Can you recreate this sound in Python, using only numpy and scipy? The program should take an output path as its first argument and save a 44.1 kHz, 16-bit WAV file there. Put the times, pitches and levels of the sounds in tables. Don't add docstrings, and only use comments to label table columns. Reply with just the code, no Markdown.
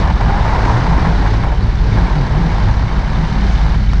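import sys
import numpy as np
from scipy import signal
from scipy.fft import rfft, irfft
from scipy.io import wavfile
from scipy.ndimage import uniform_filter1d, minimum_filter1d, map_coordinates

SR = 44100
rng = np.random.default_rng(int(sys.argv[2]) if len(sys.argv) > 2 else 0)


def output_pcm(signal):
    pcm = np.clip(np.atleast_2d(signal).T, -1, 1) * 32767
    wavfile.write(sys.argv[1], SR, np.round(pcm).astype(np.int16))


N = 176400
TIME_S = np.arange(N) / SR
BINS_HZ = np.maximum(np.arange(N // 2 + 1) * SR / N, 1)

# freq_hz, gain_db
FITTING_SPECTRUM = [(150, -29.5), (400, -9), (540, -5), (680, -1.5), (810, 1), (920, 3), (1040, 0),
                    (1230, -6), (1600, -8), (2200, -14.5), (2600, -21.5), (4000, -28.5), (6000, -38.5),
                    (8500, -45.5), (11000, -72.5)]


def undb(db):
    return 10 ** (np.asarray(db) / 20)


def unit(x):
    return x / np.sqrt(np.mean(x ** 2))


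def curve(rows):
    return np.interp(TIME_S, *np.array(rows).T)


def drift(rate_hz):
    knots = rng.standard_normal(2048)
    return unit(map_coordinates(knots, [TIME_S * rate_hz], order=3, mode="wrap"))


def flutter_noise(depth_db, rate_hz):
    return rng.standard_normal(N) * undb(depth_db * drift(rate_hz))


def colour(x, spectrum):
    hz, db = np.array(spectrum).T
    gain = undb(np.interp(np.log(BINS_HZ), np.log(hz), db))
    cepstrum = irfft(np.log(gain), N)
    cepstrum[1:N // 2] *= 2
    cepstrum[N // 2 + 1:] = 0
    return unit(irfft(rfft(x) * np.exp(rfft(cepstrum)), N))


def resonance(hz, half_width_hz, evenness):
    gain = 1 / (1 + ((BINS_HZ ** 2 - hz ** 2) / (BINS_HZ * half_width_hz * 2)) ** 2)
    shaken = unit(irfft(rfft(rng.standard_normal(N)) * gain, N))
    swing = signal.hilbert(shaken)
    return unit(swing.real / (np.abs(swing) + 0.35) ** evenness)


def glides(rows, flutter_db, flutter_hz):
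    tones = np.zeros(N)
    for start_s, length_s, from_hz, to_hz, db in rows:
        progress = np.clip((TIME_S - start_s) / length_s, 0, 1)
        cycles = np.cumsum(from_hz + (to_hz - from_hz) * progress) / SR + rng.random()
        tones += undb(db) * np.sin(np.pi * progress) * np.sqrt(2) * np.sin(2 * np.pi * cycles)
    return tones * unit(undb(flutter_db * drift(flutter_hz)))


def hits(rows, spectrum, decay_s):
    contacts = np.zeros(N)
    for start_s, db in rows:
        envelope = np.exp(-np.abs(TIME_S - start_s) / decay_s) * (TIME_S >= start_s)
        burst = rng.standard_normal(N) * envelope
        contacts += undb(db) * burst / np.sqrt(np.sum(burst ** 2))
    ring = colour(contacts, spectrum)
    return ring / np.abs(ring).max() * undb(max(db for _, db in rows))


def grass():
    # centre_s, half_length_s, level_db
    tufts = [(.69, 0.087, -45), (3.52, 0.038, -45.5)]
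    # freq_hz, gain_db
    spectrum = [(2500, -33), (4800, -2), (6200, -3), (7300, -13), (9000, -22), (11000, -39)]
    swell = sum(undb(db) * np.exp(-((TIME_S - at_s) / half_s) ** 2) for at_s, half_s, db in tufts)
    return swell * colour(flutter_noise(depth_db=2, rate_hz=200), spectrum)


def jingle(strikes_per_s=16, t60_s=0.029):
    # pitch_hz, level_db
    parts = [(2250, -48), (3050, -53), (3600, -53.5), (4550, -56)]
    pings = np.zeros(N)
    for hz, db in parts:
        strikes = (rng.random(N) < strikes_per_s / SR) * rng.random(N)
        pole = np.exp(2j * np.pi * hz / SR - np.log(1000) / (t60_s * SR))
        pings += undb(db) * unit(signal.lfilter([1], [1, -pole], strikes + 1e-18).imag)
    return pings


def ticks():
    # start_s, level_db
    contacts = [(3.933, -14.5), (3.982, -22)]
    # freq_hz, gain_db
    spectrum = [(300, -1), (800, -5), (1400, 2), (2200, -5), (3500, -19.5), (5600, -9), (7200, -31),
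                (9800, -39), (12000, -61)]
    return hits(contacts, spectrum, decay_s=0.0033)


def rush(turns, gain_db=5.5, flare_depth=0.5, decay_turns=0.2):
    # freq_hz, gain_db
    spectrum = [(200, -16.5), (450, -6.5), (780, -1), (1200, -4), (1700, -1.5), (2200, -5.5), (2600, -11.5),
                (3000, -10), (3250, -12.5), (3900, -9.5), (5000, -14), (6000, -18), (7200, -30),
                (8500, -36.5), (9500, -41.5), (11000, -62)]
    # time_s, relative_db
    levels = [(0.0, -33), (0.05, -38.5), (0.62, -35.5), (1.37, -36.5), (1.48, -40.5), (1.76, -39.5),
              (1.93, -36.5), (2.33, -38.5), (2.58, -36.5), (2.87, -39.5), (3.55, -35.5), (3.88, -39.5),
              (4.0, -38.5)]
    flare = 1 + flare_depth * np.exp(-(turns % 1) / decay_turns)
    grain = undb(0.69 * drift(rate_hz=300))
    hiss = colour(rng.standard_normal(N) * flare * grain, spectrum)
    return hiss * undb(curve(levels) + gain_db)


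def engine(turns, exhaust_db=-40.5, scatter_db=8.5, propeller_db=-28, gear_ratio=2.43):
    # cycles_per_turn, level_db
    orders = [(1, -22.5), (2, -35), (3, -35), (4, -30.5), (22, -44), (45, -48)]
    # freq_hz, gain_db
    spectrum = [(40, -23), (70, -13.5), (140, 34.5), (220, -7), (350, -9), (700, -10), (1400, -24),
                (3000, -48.5)]
    firings = np.flatnonzero(np.diff(np.floor(2 * turns)))
    pulses = np.zeros(N)
    pulses[firings] = undb(scatter_db * rng.standard_normal(400)[:len(firings)])
    exhaust = undb(exhaust_db) * colour(pulses, spectrum)
    hum = np.zeros(N)
    for order, db in orders:
        phase_rad = 2 * np.pi * order * turns + 0.42 * drift(rate_hz=6.4)
        waver = undb(2.2 * drift(rate_hz=8))
        hum += undb(db) * unit(np.sin(phase_rad) * waver)
    propeller = undb(propeller_db) * unit(np.sin(2 * np.pi * turns / gear_ratio))
    return exhaust + hum + propeller


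def wind(level_db=-20):
    # freq_hz, gain_db
    spectrum = [(10, -10.5), (16, 2), (27, -12.5), (42, -9), (68, 4), (95, -1), (135, -2.5), (185, -5.5),
                (260, -15), (400, -23), (700, -34.5), (2000, -71)]
    return colour(flutter_noise(depth_db=1.5, rate_hz=14), spectrum) * undb(level_db)


def rings():
    # start_s, length_s, from_hz, to_hz, level_db
    notes = [(.28, 0.11, 771, 847, -25.5), (.42, 0.11, 879, 790, -28), (.6, 0.172, 979, 916, -25),
             (1.06, 0.05, 960, 920, -31)]
    return glides(notes, flutter_db=6.5, flutter_hz=110)


def knocks():
    # start_s, level_db
    contacts = [(.210, -11.5), (.463, -10.5), (.64, -10), (.723, -15), (.865, -10), (.897, -14),
                (1.224, -17), (1.436, -10.5), (1.444, -14.5), (3.5, -14), (3.747, -16)]
    return hits(contacts, FITTING_SPECTRUM, decay_s=0.0073)


def chatter(gain_db=-1.08, strikes_per_s=900, scatter_db=2.5, scrape_gain=0.16, scrape_s=0.005):
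    # time_s, relative_db
    levels = [(0.0, -24.5), (0.11, -19), (0.13, -33), (0.17, -23), (0.51, -20.5), (0.98, -21.5),
              (1.06, -20.5), (1.19, -26.5), (1.27, -18.5), (1.32, -32.5), (1.35, -22), (1.37, -31),
              (1.43, -31), (1.44, -24), (1.61, -31.5), (1.95, -32.5), (1.97, -22), (2.07, -26.5),
              (3.74, -29.5), (3.79, -45), (4.0, -55)]
    struck = rng.random(N) < strikes_per_s / SR
    strikes = struck * undb(scatter_db * rng.standard_normal(N).clip(-2, 2))
    scrape_power = signal.lfilter([1], [1, -np.exp(-2 / (scrape_s * SR))], strikes ** 2)
    scrape = np.sqrt(scrape_power) * rng.standard_normal(N)
    contacts = strikes * rng.choice([-1, 1], N) + scrape_gain * scrape
    return colour(contacts, FITTING_SPECTRUM) * undb(curve(levels) + gain_db)


def wing_skin(gain_db=-1.5):
    # time_s, relative_db
    levels = [(0.0, -17), (0.04, -34), (0.37, -33), (0.69, -23), (0.92, -31), (0.97, -24), (1.79, -34),
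              (1.88, -27.5), (2.35, -31), (2.37, -24), (2.78, -35), (3.68, -34), (3.97, -52), (4.0, -27)]
    # freq_hz, gain_db
    spectrum = [(150, -19.5), (250, 3.5), (330, 1), (430, 0), (550, -7), (800, -14), (2000, -61)]
    drumming = colour(flutter_noise(depth_db=2, rate_hz=90), spectrum)
    return drumming * undb(curve(levels) + gain_db)


def wing_murmur(evenness=0.59):
    return (resonance(hz=107.7, half_width_hz=2.8, evenness=evenness) * undb(-29.5)
            + resonance(hz=166, half_width_hz=6.8, evenness=evenness) * undb(-31)
            + resonance(hz=201.8, half_width_hz=15, evenness=evenness) * undb(-33))


def drones():
    # start_s, length_s, from_hz, to_hz, level_db
    notes = [(.2, 0.046, 119.4, 124, -20.5), (.53, 0.29, 107, 106.5, -21.5), (.7, 0.12, 98, 133, -15),
             (.85, 0.12, 169, 164, -21), (1.01, .16, 162, 169.7, -19), (1.17, 0.3, 106, 108, -16.5),
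             (1.6, .11, 108, 109, -17.5), (1.85, .14, 104, 107.5, -14), (1.94, 0.13, 163.7, 177, -20.5),
             (2.14, .11, 162.7, 121, -17.5), (2.32, 0.1, 138, 166, -16), (2.39, .18, 162.5, 168, -16),
             (2.53, .22, 103.7, 102.5, -21), (2.79, .12, 98.3, 123.6, -21.5), (3.01, .16, 140, 146.6, -20),
             (3.16, .13, 145.1, 174, -17.5), (3.32, 0.23, 214.4, 181.3, -23.5),
             (3.61, .11, 164.3, 131, -19.5)]
    return glides(notes, flutter_db=0.9, flutter_hz=37)


def wing_boom(turns, gain_db=1.5, chug_depth=0.45):
    # time_s, relative_db
    levels = [(0.0, -14.5), (0.27, -15), (0.31, -20), (0.7, -16), (0.75, -22.5), (0.93, -11.5),
              (1.05, -22.5), (1.19, -16), (1.73, -18.5), (1.75, -14.5), (2.47, -19), (2.78, -14),
              (2.86, -25), (2.95, -18), (3.05, -21), (3.1, -18), (3.3, -26), (3.4, -14.5), (4.0, -13)]
    chug = unit(1 + chug_depth * np.cos(np.pi * turns))
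    boom = resonance(hz=50.3, half_width_hz=6, evenness=0.65)
    return boom * chug * undb(curve(levels) + gain_db)


def scene():
    # time_s, turns_per_s
    crank_speed = [(0, 40), (.9, 31.2), (2.0, 35.2), (2.6, 36.2), (3.4, 35.45), (4, 35.8)]
    turns = np.cumsum(curve(crank_speed)) / SR
    fittings = chatter() + rings() + knocks()
    wing = wing_boom(turns) + wing_murmur() + wing_skin() + drones()
    airframe = wing + fittings + jingle() + ticks()
    return (airframe + engine(turns) + rush(turns) + wind() + grass())[None]


def record(dry):
    threshold_db, ratio, window_s = -9.5, 4.2, 0.023
    makeup_db, ceiling_db, cutoff_hz = 1, -1.2, 10500
    window = int(window_s * SR)
    rms = np.sqrt(uniform_filter1d(dry ** 2, window).clip(1e-12))
    swell_gain = np.minimum(1, undb(threshold_db) / rms) ** (1 - 1 / ratio)
    held = dry * uniform_filter1d(swell_gain, window) * undb(makeup_db)
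    peak_gain = 1 / np.maximum(1, np.abs(held) / undb(ceiling_db))
    limited = held * uniform_filter1d(minimum_filter1d(peak_gain, size=301), size=301)
    lowpass = signal.ellip(8, .2, 70, cutoff_hz, fs=SR, output="sos")
    return signal.sosfilt(lowpass, limited)


dry = scene()
out = record(dry)
output_pcm(out)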